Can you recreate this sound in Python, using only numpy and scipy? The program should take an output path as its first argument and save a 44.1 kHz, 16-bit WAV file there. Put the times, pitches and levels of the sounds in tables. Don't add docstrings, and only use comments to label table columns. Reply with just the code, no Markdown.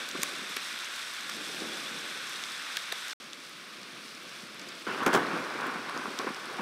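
import sys
import numpy as np
from scipy import signal
from scipy.fft import rfft, irfft
from scipy.io import wavfile
from scipy.ndimage import uniform_filter1d

SR = 44100
rng = np.random.default_rng(int(sys.argv[2]) if len(sys.argv) > 2 else 0)


def to_wav(s):
    ch = np.atleast_2d(s).T
    pcm = np.round(np.clip(ch, -1, 1) * 32767)
    wavfile.write(sys.argv[1], SR, pcm.astype(np.int16))


def invert_db(x):
    u = np.asarray(x, float) / 20
    return 10 ** u


N = 291501

GAP_S = (3.1335, 3.2002)
JUMP_S = 4.8665
RAIN_DB = (-43.2, -50.6, -48.3)


def unit(x):
    return x / np.sqrt(np.mean(x ** 2))


def colour(x, points, size=4096):
    hz, db = np.transpose(points)
    grid = np.maximum(np.arange(size // 2 + 1) * SR / size, 1)
    log_gain = np.interp(np.log(grid), np.log(hz), db) * np.log(10) / 20
    cepstrum = irfft(log_gain)
    cepstrum[1:size // 2] *= 2
    cepstrum[size // 2 + 1:] = 0
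    impulse = irfft(np.exp(rfft(cepstrum)))
    return unit(signal.fftconvolve(x, impulse)[:N])


def walk(rate):
    hold = int(SR / rate)
    steps = np.repeat(rng.standard_normal(N // hold + 1), hold)
    return unit(uniform_filter1d(uniform_filter1d(steps, hold), hold)[:N])


def grains(rate, spread_db, smear_s, share):
    hit = rng.random(N) < rate / SR
    size = invert_db(spread_db * np.minimum(rng.exponential(size=N), 3.5))
    t = np.arange(int(0.05 * SR)) / SR
    energy = signal.fftconvolve(hit * size ** 2, np.exp(-2 * t / smear_s))[:N]
    energy = np.maximum(energy / energy.mean(), 0)
    return np.sqrt(1 - share + share * energy) * rng.standard_normal(N)


def add(out, s, sound):
    i = int(s * SR)
    out[i:i + len(sound)] += sound[:N - i]


def burst(x, lo_hz, hi_hz):
    y = signal.lfilter(*signal.butter(2, [lo_hz, hi_hz], "band", fs=SR), x)
    return y / np.abs(y).max()


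def stretch(values):
    t = np.arange(N) / SR
    part = (t > GAP_S[1]) * 1 + (t >= JUMP_S)
    return np.array(values)[np.minimum(part, len(values) - 1)]


def swells(rows):
    t = np.arange(N) / SR
    power = sum(invert_db(db - 20 * np.maximum((s - t) / rise, (t - s) / fade)) ** 2 for s, db, rise, fade in rows)
    return 10 * np.log10(power + 1e-12)


def rain():
    # frequency in Hz, level in dB per Hz.
    heavy_colour = [(290, -31.5), (500, -15), (553, -15.5), (855, -10), (1440, 0.9), (2930, -4),
                    (3600, -0.5), (4470, -7), (5470, -6.7), (7100, -15), (8090, -11.5), (10100, -18),
                    (13400, -24.5), (15100, -32), (16000, -37.5)]
    # frequency in Hz, level in dB per Hz.
    light_colour = [(290, -21), (500, -23), (688, -21), (750, -18), (930, -6.5), (1110, -2), (1250, 1),
                    (1550, 0.3), (2570, -1), (3490, -1.5), (5470, -5.5), (7100, -14.5), (8090, -12.5),
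                    (10000, -16), (11300, -20.5), (12700, -22), (16000, -30)]
    # peak time in seconds, dB against the steady rain,
    # seconds to rise 20 dB, seconds to fade 20 dB.
    gusts = [
        (0.0, -1, 0.1, 0.1),
        (0.5, -5, 0.4, 0.3),
        (1.0, -6, 0.5, 0.3),
        (1.75, -6, 0.6, 0.5),
        (4.0, -6, 0.5, 0.4),
        (4.6, -4, 0.6, 0.8),
    ]
    low = signal.butter(2, 4000, fs=SR, output="sos")
    high = signal.butter(2, 4000, "high", fs=SR, output="sos")
    dull = invert_db(0.5 * walk(9.03)) * grains(1600, 3.1, 0.002, 0.25)
    bright = invert_db(0.88 * walk(14)) * grains(600, 4.04, 0.0017, 0.273)
    patter = signal.sosfilt(low, dull) - signal.sosfilt(high, bright)
    heavy = np.arange(N) < GAP_S[1] * SR
    coloured = invert_db(4) * np.where(heavy, colour(patter, heavy_colour), colour(patter, light_colour))
    return coloured * invert_db(stretch(RAIN_DB)) * np.hypot(1, invert_db(swells(gusts)))


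def contact(t60_s=0.0066):
    t = np.arange(int(0.03 * SR)) / SR
    attack = 1 - np.exp(-t / 0.00035)
    blow = rng.standard_normal(len(t)) * attack * np.exp(-np.log(1000) * t / t60_s)
    blow[4] += 1.8
    return blow


def splash(blow, db, ring_hz, edge_db):
    broad = burst(burst(blow, 2200, 7870), 2200, 7870)
    ring = burst(blow, 0.704 * ring_hz, 1.174 * ring_hz)
    edge = burst(blow, 8400, 14600)
    return invert_db(db) * (0.656 * broad + 0.663 * ring) - invert_db(edge_db) * edge


def drops():
    # start in seconds, splash peak in dB, ring in Hz, edge peak in dB.
    near_drops = [(0.0885, -28.5, 5230, -29.5), (0.1125, -25.5, 4900, -48), (0.2187, -26, 5860, -37.5),
                  (0.2288, -31, 6200, -34), (0.2321, -11, 6920, -17), (0.5646, -30, 5540, -28),
                  (0.5683, -21, 3300, -28), (0.7893, -34, 4820, -38), (0.8343, -33, 3790, -49),
                  (0.845, -28.5, 5170, -45), (0.961, -32.5, 5510, -35.5), (1.1365, -35, 4480, -37),
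                  (1.2076, -32, 5510, -40), (1.297, -24.5, 6550, -36.5), (1.6035, -29, 4480, -51),
                  (2.438, -24, 4130, -43), (2.5199, -32.5, 4820, -37), (2.7697, -20, 4210, -24.5),
                  (2.924, -25.5, 4560, -25), (3.0822, -28.5, 6200, -39.5), (3.332, -28.5, 4430, -51),
                  (3.8313, -36, 4820, -51), (4.595, -34, 5170, -49), (4.687, -37, 6500, -44),
                  (5.6098, -34.5, 4100, -41), (5.8961, -27, 8600, -51.5), (5.9756, -29.5, 4900, -46),
                  (6.1888, -30, 4900, -35), (6.3457, -31, 5660, -55), (6.4563, -29.5, 8500, -55)]
    # start in seconds, edge peak in dB.
    spray = [(0.496, -38.5), (0.6843, -41.5), (1.3658, -39), (2.295, -35), (3.4943, -40.5), (4.23, -47),
             (4.7992, -47), (5.0334, -38.5), (5.6671, -37.5), (6.0391, -44.5), (6.2959, -44.5)]
    out = np.zeros(N)
    for s, db, hz, edge_db in near_drops:
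        add(out, s, splash(contact(), db, hz, edge_db))
    for s, edge_db in spray:
        add(out, s, splash(contact(), edge_db - 4.5, 6000, edge_db))
    return out


def thuds():
    # start in seconds, peak in dB, pitch in Hz.
    knocks = [(0.2325, -19.5, 1900), (0.566, -27, 1600), (0.5691, -23, 2100), (1.293, -30, 1550),
              (1.297, -31.5, 1550), (2.438, -37, 1550), (2.7697, -24, 2300), (2.7724, -22, 1600),
              (2.9208, -24, 3300), (2.9235, -22, 1600), (0.938, -30, 2200), (0.992, -28, 3500),
              (1.03, -32, 4200), (2.359, -30, 3700), (3.108, -31, 4500), (4.15, -38, 6000),
              (4.545, -42, 8500), (4.6155, -34, 5200), (4.69, -38, 6000), (4.7205, -33, 3500),
              (4.752, -42, 8000), (6.1888, -17.5, 4500), (2.9245, -31, 800), (0.153, -32, 900),
              (1.72, -30, 3600), (1.8, -30, 3500), (1.86, -31, 3700)]
    out = np.zeros(N)
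    for s, db, hz in knocks:
        body = burst(burst(contact(), 0.7 * hz, 1.4 * hz), 0.7 * hz, 1.4 * hz)
        add(out, s, -invert_db(db) * body)
    return out


def ticks(count=160):
    out, t, rain_db = np.zeros(N), np.arange(int(0.01 * SR)) / SR, stretch(RAIN_DB)
    for when, pitch, size in rng.random((count, 3)):
        hz = 2500 * 4.2 ** pitch
        ring = np.sin(2 * np.pi * hz * t) * np.exp(-t * hz / 5.2)
        db = rain_db[int(when * (N - 1))] + 2 + 10.94 * size - 7 * pitch
        add(out, when * (N - 1) / SR, invert_db(db) * ring)
    return out


def bubbles():
    # start in seconds, peak in dB, first pitch in Hz, last pitch in Hz, length in seconds.
    cavities = [
        (0.155, -37.5, 900, 2050, 0.018),
        (0.232, -35, 950, 1300, 0.012),
        (1.66, -42, 3500, 3350, 0.01),
        (1.692, -42, 3300, 3400, 0.01),
        (1.727, -39, 3450, 3350, 0.016),
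        (1.772, -41, 3600, 3400, 0.02),
        (1.862, -39, 3300, 3600, 0.022),
        (4.687, -42, 4800, 5200, 0.01),
    ]
    out = np.zeros(N)
    for s, db, from_hz, to_hz, length in cavities:
        u = np.arange(int(length * SR)) / (length * SR)
        phase = 2 * np.pi * np.cumsum(from_hz + (to_hz - from_hz) * u) / SR
        add(out, s, invert_db(db) * np.sin(np.pi * u ** 0.7) * np.sin(phase))
    return out


def stroke(axis):
    # start in seconds, crackle in dB, boom in dB, seconds to fade 20 dB.
    claps = [
        (4.867, -32.5, -38, 0.28),
        (5.064, -21.5, -24, 0.075),
        (5.131, -23.5, -28.5, 0.14),
        (5.147, -23.5, -25, 0.115),
        (5.55, -52, -42, 0.05),
        (6.056, -35, -44, 0.07),
        (6.197, -35, -38.5, 0.13),
        (6.269, -31.5, -41, 0.07),
        (6.587, -33.5, -38, 0.2),
    ]
    # peak time in seconds, crackle in dB, boom in dB,
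    # seconds per 20 dB.
    peals = [
        (5.035, -30.5, -40, 0.13),
        (5.34, -34.5, -37, 0.25),
        (5.655, -34, -46, 0.24),
        (5.6, -36, -50, 0.07),
        (5.69, -36, -48, 0.05),
        (5.78, -46, -44, 0.1),
        (5.895, -39, -52, 0.05),
        (5.968, -36, -44.5, 0.11),
        (6.54, -42, -46, 0.2),
    ]
    # peak time in seconds, crackle in dB, boom in dB, seconds to fade 20 dB.
    echo_tail = (5.1, -36, -44, 3.7)
    arrivals = [(row[0], row[axis], 0.0042, row[3]) for row in claps]
    arrivals += [(echo_tail[0], echo_tail[axis], 0.25, echo_tail[3])]
    arrivals += [(row[0], row[axis], row[3], row[3]) for row in peals]
    return swells(arrivals)


def cracks():
    # start in seconds, peak in dB.
    crack_edges = [
        (5.0632, -16),
        (5.0715, -30.5),
        (5.0793, -24),
        (5.131, -26),
        (5.1372, -22.5),
        (5.1393, -19.5),
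        (5.1426, -32),
        (5.1504, -17.5),
        (5.159, -23.5),
        (5.1753, -31.5),
    ]
    out = np.zeros(N)
    for s, db in crack_edges:
        add(out, s, splash(contact(t60_s=0.0095), db, 2800, db - 12))
    return out


def shocks():
    # start in seconds, peak in dB, length in ms.
    far_fronts = [(0.1502, -24, 2.95), (0.1864, -27, 3.07), (0.2274, -35, 3.59), (0.3304, -37, 2.36),
                  (0.3881, -36, 2.95), (0.4171, -38, 2.88), (0.4331, -36, 2.72), (0.4957, -37, 2.75),
                  (0.5654, -32, 2.22), (0.7347, -40, 2.73), (1.3429, -34, 3.16), (1.3652, -36, 3.45),
                  (1.407, -36, 2.47), (1.4863, -35, 2.74), (1.4993, -34, 2.05), (1.5404, -34, 2.46),
                  (1.605, -33, 2.46), (1.618, -24, 2.34), (1.6387, -31, 2.52), (1.6549, -30, 2.56),
                  (1.6692, -34, 3.29), (1.6951, -34, 3.3), (1.855, -36, 1.96), (1.9104, -35, 3.13),
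                  (2.1556, -39, 2.63), (2.3465, -40, 2.33), (2.7712, -40, 1.95), (2.9219, -32, 1.84),
                  (3.2001, -44, 2.84), (3.3871, -41, 3.23), (4.0468, -38, 2.73), (4.2642, -39, 3.31),
                  (4.4312, -37, 3.46), (4.5058, -39, 3.03), (4.6199, -37, 2.82), (4.6697, -38, 2.75)]
    # start in seconds, peak in dB, length in ms.
    dull_fronts = [(4.8672, -28, 2.52), (4.8831, -27, 2.92), (4.9004, -29, 2.51), (4.9139, -30, 2.11),
                   (4.9578, -29, 2.21), (5.0163, -27, 3.67), (5.0649, -13, 2.47), (5.0765, -16, 2.51),
                   (5.0889, -23, 3.38), (5.1024, -23, 2.68), (5.1355, -19, 2.52), (5.1558, -15, 2.29),
                   (5.1697, -19, 2.15), (5.1808, -22, 2.85), (5.1922, -24, 2.34), (5.2288, -27, 2.45),
                   (5.2424, -25, 2.48), (5.2802, -27, 2.43), (5.2972, -27, 3.58), (5.3302, -22, 3.3),
                   (5.3416, -26, 2.61), (5.3649, -25, 2.54), (5.3945, -27, 2.57), (5.4472, -29, 2.04),
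                   (5.4699, -30, 2.04), (5.5537, -25, 2.36), (5.637, -29, 2.8), (5.6601, -30, 2.36),
                   (5.6786, -27, 2.64), (5.69, -29, 2.69), (5.7559, -31, 3.16), (5.7898, -30, 2.66),
                   (5.8722, -32, 3.09), (5.9627, -28, 2.48), (5.9931, -32, 3.04), (6.0466, -31, 2.62),
                   (6.0765, -28, 2.46), (6.1089, -32, 2.26), (6.1397, -32, 2.74), (6.1928, -25, 2.43),
                   (6.2421, -25, 2.4), (6.2671, -20, 2.4), (6.303, -27, 2.98), (6.5927, -24, 2.78)]
    # start in seconds, peak in dB, length in ms.
    snaps = [(4.8723, -18, 0.65), (4.8807, -26, 0.52), (4.8896, -22, 0.66), (4.9034, -24, 0.69),
             (4.9133, -23, 0.56), (4.946, -22, 0.63), (5.0034, -22, 0.65), (5.017, -20, 0.65),
             (5.0274, -21, 0.67), (5.0648, -14, 0.75), (5.0728, -16, 0.7), (5.0814, -15, 0.73),
             (5.089, -18, 0.59), (5.1002, -18, 0.75), (5.1136, -18, 0.64), (5.1308, -15, 0.63),
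             (5.1383, -15, 0.61), (5.1455, -14, 0.76), (5.1578, -16, 0.72), (5.1637, -17, 0.74),
             (5.1739, -15, 0.72), (5.181, -20, 0.66), (5.1871, -17, 0.71), (5.205, -20, 0.61),
             (5.2223, -21, 0.7), (5.23, -20, 0.65), (5.2488, -21, 0.75), (5.3047, -22, 0.61),
             (5.3137, -23, 0.62), (5.332, -21, 0.63), (5.3382, -20, 0.69), (5.354, -22, 0.7),
             (5.3616, -23, 0.76), (5.3729, -21, 0.72), (5.466, -21, 0.59), (5.4998, -25, 0.57),
             (5.5066, -24, 0.63), (5.5882, -23, 0.71), (5.6, -23, 0.67), (5.6285, -20, 0.7),
             (5.64, -18, 0.72), (5.6606, -21, 0.77), (5.6845, -21, 0.66), (5.6909, -21, 0.65),
             (5.758, -23, 0.67), (5.7754, -26, 0.61), (5.8944, -23, 0.65), (5.966, -22, 0.63),
             (5.9752, -23, 0.68), (6.018, -25, 0.68), (6.0556, -18, 0.71), (6.1034, -26, 0.68),
             (6.1969, -21, 0.7), (6.2754, -18, 0.7), (6.4613, -27, 0.6), (6.5575, -26, 0.65),
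             (6.5861, -24, 0.75), (6.5949, -20, 0.73)]
    out, t = np.zeros(N), np.arange(int(0.06 * SR)) / SR
    for s, db, ms in far_fronts + dull_fronts + snaps:
        front = np.clip(2000 * t / ms - 1, -1, 1) * (t < ms / 1000)
        t60 = 0.012 + 0.0105 * ms
        echoes = 0.05 * rng.standard_normal(len(t)) * np.exp(-np.log(1000) * t / t60)
        echoes[0] = 1
        wave = np.convolve(front[:400], echoes)[:len(t)]
        wave = burst(burst(wave, 560 / ms, 1900 / ms), 500 / ms, 1500 / ms)
        add(out, s + 0.001 - 0.0004 * ms, -invert_db(db - 5) * wave)
    return out


def thunder():
    # frequency in Hz, level in dB per Hz.
    roll_colour = [(24, -78.5), (40, -48), (76, -31), (124, -7.5), (209, 1), (301, 0), (357, 1),
                   (391, -3.5), (514, -1.5), (703, -6), (900, -11.5), (1170, -39), (1980, -120)]
    boom_colour = [(24, -91), (40, -65), (75, -27), (120, -11), (177, -3.5), (348, -0.5), (385, 0),
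                   (423, -3), (500, -2), (625, -6), (760, -4), (900, -10.5), (1170, -30), (1980, -120)]
    tear_colour = [(290, -35), (500, -7), (630, -11), (764, -8.5), (900, -5.5), (1030, -1), (1250, -1.7),
                   (1390, -0.5), (1500, 1), (1620, -2.5), (1900, -5), (2310, -9), (2970, -17),
                   (5000, -45.5), (6500, -42.5), (11000, -120)]
    # frequency in Hz, level in dB per Hz.
    fresh_colour = [(600, -70), (1200, -30), (1900, -4), (2500, 0), (3000, -3), (3800, -22), (7000, -80)]
    # peak time in seconds, level in dB, seconds to rise 20 dB, seconds to fade 20 dB.
    fresh_rip = [
        (4.93, -40, 0.4, 0.15),
        (5.01, -41, 0.05, 0.12),
        (5.14, -32, 0.04, 0.1),
    ]
    far_bed_db = (-60, -56.5)
    # peak time in seconds, level in dB, seconds to rise 20 dB,
    # seconds to fade 20 dB.
    far_swells = [
        (0.2, -47.5, 0.4, 0.75),
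        (0.0, -49, 0.1, 0.1),
        (1.35, -50, 0.3, 0.4),
        (1.52, -49.5, 0.4, 0.9),
        (1.63, -44, 0.11, 0.53),
        (1.95, -51, 0.2, 1.2),
        (3.95, -56, 0.3, 0.3),
        (4.25, -56, 0.2, 0.2),
        (4.65, -51.5, 0.6, 0.38),
    ]
    near = np.arange(N) >= JUMP_S * SR
    fronts = grains(230, 4, 0.028, 0.15)
    far_level = np.hypot(invert_db(swells(far_swells)), invert_db(stretch(far_bed_db)))
    far_roll = colour(fronts, roll_colour) * far_level
    boom = colour(fronts, boom_colour) * invert_db(stroke(axis=2))
    roll = np.where(near, boom, far_roll) * invert_db(0.4)
    tear_db = stroke(axis=1)
    crackle = grains(300, 4.2, 0.003, 0.2)
    tear = colour(crackle, tear_colour) * invert_db(tear_db - 2.2)
    tear = tear + colour(crackle, fresh_colour) * invert_db(swells(fresh_rip))
    sizzle = colour(crackle, [(1500, -24), (3000, -3), (8000, -6.5), (15000, -15)])
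    sizzle = sizzle * invert_db(2.88 * (tear_db + 25) - 45.5)
    return roll + near * (tear + sizzle) + cracks() + shocks()


def housing(x):
    # centre in Hz, width in Hz, gain in dB.
    resonances = [
        (385, 60, 1.2),
        (1120, 110, 3),
        (1510, 140, 1.5),
        (1950, 400, -1.4),
        (2350, 500, 1.8),
        (3050, 250, -2.3),
        (3480, 400, 1.3),
    ]
    for hz, width_hz, db in resonances:
        x = x + (invert_db(db) - 1) * signal.lfilter(*signal.iirpeak(hz, hz / width_hz, fs=SR), x)
    return x


def scene():
    return np.tile(rain() + drops() + thuds() + ticks() + bubbles() + thunder(), (2, 1))


def roll_off(x):
    return signal.sosfilt(signal.butter(12, 16660, fs=SR, output="sos"), x)


def record(dry):
    t = np.arange(N) / SR
    x = signal.sosfilt(signal.butter(2, 90, "high", fs=SR, output="sos"), housing(dry))
    x = 0.33 * np.tanh(x / 0.33)
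    x = x * ((t < GAP_S[0]) | (t > GAP_S[1]))
    x = signal.sosfilt(signal.ellip(10, 0.3, 45, 15650, fs=SR, output="sos"), x)
    return roll_off(x)


dry = scene()
out = record(dry)
to_wav(out)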